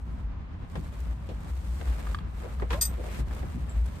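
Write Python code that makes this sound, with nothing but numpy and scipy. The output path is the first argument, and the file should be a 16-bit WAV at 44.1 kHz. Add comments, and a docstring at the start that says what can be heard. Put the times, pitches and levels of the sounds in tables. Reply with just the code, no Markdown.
"""First comes a soft, low boom: the cabin of a parked car, its door open to a faint outdoor background.
Sleeves and webbing rustle as a seat harness is pulled together, and the buckle and strap adjuster knock.
Then the steel tongue (the flat tip that goes into the buckle) slides in with a short rising groan.
The catch scrapes over it and snaps shut, making the steel ring brightly."""
import sys
import numpy as np
from scipy import signal
from scipy.fft import rfft, irfft
from scipy.io import wavfile

SR = 44100
rng = np.random.default_rng(int(sys.argv[2]) if len(sys.argv) > 2 else 0)


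def file_out(sig):
    """Save sig as 16-bit WAV at sys.argv[1]."""
    # one column per channel
    cols = np.atleast_2d(sig).T
    # limit, then scale
    lim = np.clip(cols, -1, 1)
    pcm = np.round(lim * 32767).astype(np.int16)
    wavfile.write(sys.argv[1], SR, pcm)


N = 176400
T = np.arange(N) / SR

# A colour is the strength of a noise at each pitch. A decay (t60) is the time to fade by 60 dB.
# colour of the outdoor background: f/Hz, level/dB
OUTDOOR_COLOUR = [(18, -31), (30, 2.5), (45, 2), (88, 7.5), (115, -4.5), (165, -2.5), (260, -12.5),
                  (450, -27), (1000, -24), (2500, -39), (7000, -56), (15000, -89)]
# loudness of the cabin boom: t/s, level/dB
BOOM_LEVELS = [(0, -40), (.2, -34.5), (.85, -45.5), (1.03, -29.5), (1.2, -39), (1.5, -33.5), (1.72, -29.5),
               (2.25, -34), (2.57, -35), (2.73, -27.5), (3.13, -37), (3.21, -27), (3.47, -38.5), (3.8, -25),
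               (4, -51)]
# the body bumping the seat: t/s, level/dB
SEAT_BUMPS = [(0.768, -37), (2.12, -44), (3.184, -35.5), (3.542, -35.5)]
# colour of a bump: f/Hz, level/dB
BUMP_COLOUR = [(40, -17), (150, 8), (240, -9), (400, -20.5), (1000, -104)]
# loudness of sliding webbing and of rubbing sleeves: t/s, level/dB
WEBBING_LEVELS = [(.24, -72), (.3, -92), (.675, -73.5), (.7, -63.5), (1.02, -62), (1.2, -68), (1.55, -61),
                  (1.84, -57), (2.15, -56.5), (2.23, -74.5), (2.41, -59), (2.68, -66.5), (2.73, -50),
                  (2.8, -60), (2.94, -62.5), (3.2, -51), (3.24, -66.5), (3.32, -57.5), (3.66, -64),
                  (4, -59.5)]
SLEEVE_LEVELS = [(0, -62), (.98, -50.5), (1.15, -54.5), (1.79, -51), (1.86, -45.5), (2.1, -44.5),
                 (2.3, -55), (2.44, -46.5), (2.56, -51.5), (2.9, -48.5), (3.19, -44), (3.26, -52),
                 (3.35, -45.5), (3.5, -50), (4, -50)]
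# their colours: f/Hz, level/dB
WEBBING_HISS = [(800, -24.5), (2000, 0), (4000, 6.5), (6000, 3.5), (8500, 6.5), (10500, -2), (14000, 1.5),
                (15500, -21)]
SLEEVE_RUSTLE = [(150, 5.5), (330, 1.5), (540, 0.5), (800, -3), (1150, -4.5), (2200, -9.5), (4000, -20),
                 (9000, -62)]
# single strokes of hand and strap: t/s, level/dB, hold/s, centre f/Hz
HAND_STROKES = [(0.768, -36, .014, 290), (2.405, -52, .08, 1050), (2.432, -42.5, .035, 470),
                (2.976, -41, .03, 420), (3.035, -44.5, .05, 500), (3.08, -53, .1, 2050),
                (3.19, -40, .02, 250), (3.546, -40, .035, 210)]
# taps of the strap adjuster: t/s, level/dB
ADJUSTER_TAPS = [(2.0695, -37.5), (2.146, -26.5), (2.187, -35), (2.598, -37)]
# small dry ticks: t/s, level/dB
METAL_TICKS = [(1.003, -47), (3.348, -45), (3.859, -45)]
# colour of a tick: f/Hz, level/dB
TICK_HISS = [(2000, -12), (6000, 0), (15000, -3)]
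# ringing tones of the adjuster, a loose metal fitting and the buckle housing: f/Hz, level/dB, decay/s
ADJUSTER_TONES = [(1190, -1, .035), (1650, -7, .028), (3300, -11, .02), (4600, -14, .018)]
FITTING_TONES = [(7510, 0, .16), (7790, -1, .16), (8450, -4, .13), (9630, -10, .12)]
HOUSING_TONES = [(490, -4, .16), (770, -8, .12), (958, 0, .2), (1042, 0, .26), (1390, -6, .1),
                 (1690, -5, .1), (3468, -12, .1)]
# knocks of buckle and fittings: t/s, thud level/dB, clack level/dB, edge level/dB, decay/s
BUCKLE_KNOCKS = [(0.7545, -37, -38.5, -46, 0.075), (1.2888, -39, -63, -51, 0.16),
                 (1.812, -38.5, -43, -50, 0.06), (2.621, -34, -36.5, -53, 0.075),
                 (2.705, -40, -33.5, -38, 0.15), (2.729, -39, -34, -42, 0.11),
                 (3.309, -46, -43, -57, 0.074), (3.4287, -41, -42, -54, 0.034)]
# colours of a knock's low thud, middle clack and bright edge: f/Hz, level/dB
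THUD_COLOUR = [(80, -14), (170, -4), (320, 0), (550, -2), (800, -9), (3000, -70)]
CLACK_COLOUR = [(300, -30), (700, -7), (1000, 0), (1300, -6), (1700, -4), (2400, -14), (15000, -80)]
EDGE_COLOUR = [(1000, -25), (2200, 0), (3600, 0), (4600, -8), (8000, -16), (15000, -27)]
# loudness of the tongue rubbing along its slot: t/s, level/dB
SLIDE_LEVELS = [(2.70, -80), (2.709, -33), (2.775, -38), (2.81, -60)]
# the catch's snap, then its bounce: t/s, level/dB, hold/s
LATCH_STRIKES = [(2.8111, -2.5, 0.017), (2.851, -7, 0.0019)]
# colour of the bright hiss heard at the snap, with a deep gap near 11 kHz: f/Hz, level/dB
SNAP_HISS = [(1200, -19), (3000, -22), (4900, -12.5), (7200, -8.5), (8900, -13), (10000, -19), (11000, -42),
             (11950, -1), (12600, -19), (15000, -25)]
# tones of the steel tongue: f/Hz, level/dB, decay/s; some add left minus right/dB, left phase lead/rad
TONGUE_TONES = [(1857, -26, .12), (2536, -26, .08), (3408, -20, .08), (3784, -22, .12),
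                (4797, -8, .07, 8, .7), (5904, -9, .105, -3, -2), (6487, -10, .08, 4, -1.7),
                (6905, -17, .08), (7654, -19, .08), (8160, -1, .11, 0, .1), (9160, -20, .15, 0, 1.1),
                (9700, -22, .08), (12001, -2, .095, 1, -1.1), (13943, -15, .19, 0, 1.1)]

FLUTTER_HZ = 161  # how fast a loose contact trembles
SLIDE_START_S, SLIDE_END_S = SLIDE_LEVELS[0][0], SLIDE_LEVELS[-1][0]


def amp(db):
    """Turn decibels into a number to multiply by."""
    return 10 ** (np.asarray(db) / 20)


def unit(x):
    """Scale a signal so that its average power is 1."""
    return x / np.sqrt(np.mean(np.abs(x) ** 2))


def fader(curve):
    """A volume curve through (t/s, level/dB) points."""
    return amp(np.interp(T, *np.array(curve).T))


def walk(rate):
    """A smooth random wobble that changes about rate times a second."""
    f = np.arange(N // 2 + 1) * SR / N
    return unit(irfft(rfft(rng.standard_normal(N)) / (1 + (2 * f / rate) ** 4), N))


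def flutter(rough, rate=FLUTTER_HZ):
    """A random tremble in a tone's strength and phase."""
    return unit(1 + rough * (walk(rate) + 1j * walk(rate)))


def noise(colour, wide_hz=325):
    """Stereo noise of a given colour; left and right are alike below wide_hz."""
    f = np.arange(1, N // 2 + 2) * SR / N
    hz, db = np.array(colour).T
    gain = amp(np.interp(np.log(f), np.log(hz), db))
    mid, side = rfft(rng.standard_normal((2, N))) * gain
    side = side * f / np.hypot(f, wide_hz)
    return unit(irfft(np.array([mid + side, mid - side]), N))


def blow(start, t60, attack=0.001, hold=0):
    """The volume curve of one hit: rise quickly, hold, fade. Times are in seconds."""
    out = np.zeros(N)
    span = slice(int(start * SR), int((start + hold + 2 * t60) * SR))
    age = T[span] - start
    out[span] = np.clip(age / attack, 0, 1) * np.exp(-np.log(1000) * np.maximum(age - hold, 0) / t60)
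    return out


def ring(tones, strikes, rough):
    """An object rings with its own tones at each strike (t/s, level/dB, hold/s, pitch ratio)."""
    out = np.zeros((2, N))
    for hz, db, t60, *place in tones:
        tremble = flutter(rough) if rough else np.ones(N)
        pan_db, lead = place or (0, rng.standard_normal())
        sides = np.array([[amp(pan_db / 2)], [amp(-pan_db / 2) * np.exp(-1j * lead)]])
        for start, strike_db, hold, pitch in strikes:
            volume = blow(start, t60, hold=hold)
            on = volume > 0
            cycles = hz * pitch * (T[on] - start) + rng.random()
            wave = volume[on] * tremble[on] * np.exp(2j * np.pi * cycles)
            out[:, on] += np.sqrt(2) * amp(db + strike_db) * (sides * wave).imag
    return out


def outdoors(level_db=-39, wobble_db=2):
    """A faint outdoor rumble whose loudness wavers a little."""
    return amp(level_db + wobble_db * walk(20)) * noise(OUTDOOR_COLOUR)


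def cabin(boom_hz=58.9, left_db=1.65):
    """The cabin booms unevenly at its lowest note and the seat is bumped, both louder on the left."""
    tone = flutter(rough=.79, rate=21.2) * np.exp(2j * np.pi * boom_hz * T)
    boom = np.sqrt(2) * tone.imag * fader(BOOM_LEVELS)
    bumps = sum(amp(db) * blow(s, t60=.54, attack=.0073, hold=.0073) for s, db in SEAT_BUMPS)
    return (boom + bumps * noise(BUMP_COLOUR)) * amp([[left_db / 2], [-left_db / 2]])


def cloth(grain_db=2, jerk_db=1.3):
    """Webbing and sleeves slide in small jerks, and the catching weave makes them sound grainy."""
    grain = unit(amp(grain_db * walk(700) + jerk_db * walk(41)))
    webbing = fader(WEBBING_LEVELS) * noise(WEBBING_HISS)
    sleeves = fader(SLEEVE_LEVELS) * noise(SLEEVE_RUSTLE)
    return grain * (webbing + sleeves)


def hand_rubs(grain_db=1, octave_drop_db=24):
    """Each stroke of hand and strap is a short, gritty swell of noise around one pitch."""
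    grain = unit(amp(grain_db * walk(FLUTTER_HZ)))
    out = np.zeros((2, N))
    for s, db, hold, hz in HAND_STROKES:
        band = [(hz * 2 ** octave, -octave_drop_db * octave ** 2) for octave in np.linspace(-3, 3, 25)]
        out += amp(db) * blow(s, t60=.12, attack=.0068, hold=hold) * noise(band)
    return grain * out


def fittings(edge_db=-13, clink_s=3.694, clink_db=-54):
    """The strap adjuster taps; loose metal pieces tick and clink."""
    taps = ring(ADJUSTER_TONES, [(s, db, 0, 1) for s, db in ADJUSTER_TAPS], rough=.3)
    taps += noise(EDGE_COLOUR) * sum(amp(db + edge_db) * blow(s, t60=.031) for s, db in ADJUSTER_TAPS)
    ticks = noise(TICK_HISS) * sum(amp(db) * blow(s, t60=.025) for s, db in METAL_TICKS)
    clink = ring(FITTING_TONES, [(clink_s, clink_db, 0, 1)], rough=.15)
    return taps + ticks + clink


def buckle_knocks(housing_db=-7):
    """Knocks muffled by the hand; those made as the tongue goes in also ring the housing."""
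    thud, clack, edge = noise(THUD_COLOUR), noise(CLACK_COLOUR), noise(EDGE_COLOUR)
    entering = [(s, clack_db + housing_db, 0, 1) for s, _, clack_db, _, _ in BUCKLE_KNOCKS
                if SLIDE_START_S < s < SLIDE_END_S]
    out = ring(HOUSING_TONES, entering, rough=.15)
    for s, thud_db, clack_db, edge_db, t60 in BUCKLE_KNOCKS:
        out += amp(thud_db) * thud * blow(s, t60, attack=.00066, hold=.013)
        out += (amp(clack_db) * clack + amp(edge_db) * edge) * blow(s, t60, attack=.00033, hold=.00092)
    return out


def tongue_slide(start_hz=400, rise_hz_per_s=3000):
    """The tongue rubs along its slot, squeezing a short groan upwards in pitch."""
    hz = start_hz + rise_hz_per_s * (np.clip(T, SLIDE_START_S, SLIDE_END_S) - SLIDE_START_S)
    groan = flutter(rough=.4) * np.exp(2j * np.pi * np.cumsum(hz) / SR)
    sliding = (T > SLIDE_START_S) & (T < SLIDE_END_S)
    return fader(SLIDE_LEVELS) * sliding * groan.imag


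def springs_and_plates(count=44, low_hz=1800, high_hz=10200, jangle_db=-39):
    """The snap shakes the buckle's small parts: many weak, short tones, coloured like its hiss."""
    offset, length = rng.random((count, 2)).T
    hz = low_hz + (high_hz - low_hz) * (np.arange(count) + offset) / count
    levels = np.interp(hz, *np.array(SNAP_HISS).T)
    decays = .13 * (.5 + length)
    start, db, hold = LATCH_STRIKES[0]
    return ring(zip(hz, levels, decays), [(start, jangle_db + db, hold, 1)], rough=0)


def latch(tongue_db=-23.5, hiss_db=-28, grain_db=.5, seated_pitch=1.005):
    """The catch scrapes and snaps, ringing the tongue; its bounce rings the seated tongue a bit higher."""
    start, snap_db, scrape_s = LATCH_STRIKES[0]
    grain = unit(amp(grain_db * walk(1200)))
    strikes = [(s, tongue_db + db, hold, seated_pitch if k else 1)
               for k, (s, db, hold) in enumerate(LATCH_STRIKES)]
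    steel = ring(TONGUE_TONES, strikes, rough=.15)
    hiss = blow(start, t60=.1, hold=scrape_s) * grain * noise(SNAP_HISS)
    return steel + amp(hiss_db + snap_db) * hiss


def scene():
    """Add the buckle and the handling of the harness to the outdoors and the cabin."""
    background = outdoors()
    buckle = latch() + springs_and_plates() + tongue_slide() + buckle_knocks()
    handling = fittings() + cloth() + hand_rubs()
    return background + cabin() + handling + buckle


def record(dry, top_hz=15000):
    """Cut away the very highest treble."""
    return signal.sosfilt(signal.ellip(8, .2, 80, top_hz, fs=SR, output="sos"), dry)


dry = scene()
out = record(dry)
file_out(out)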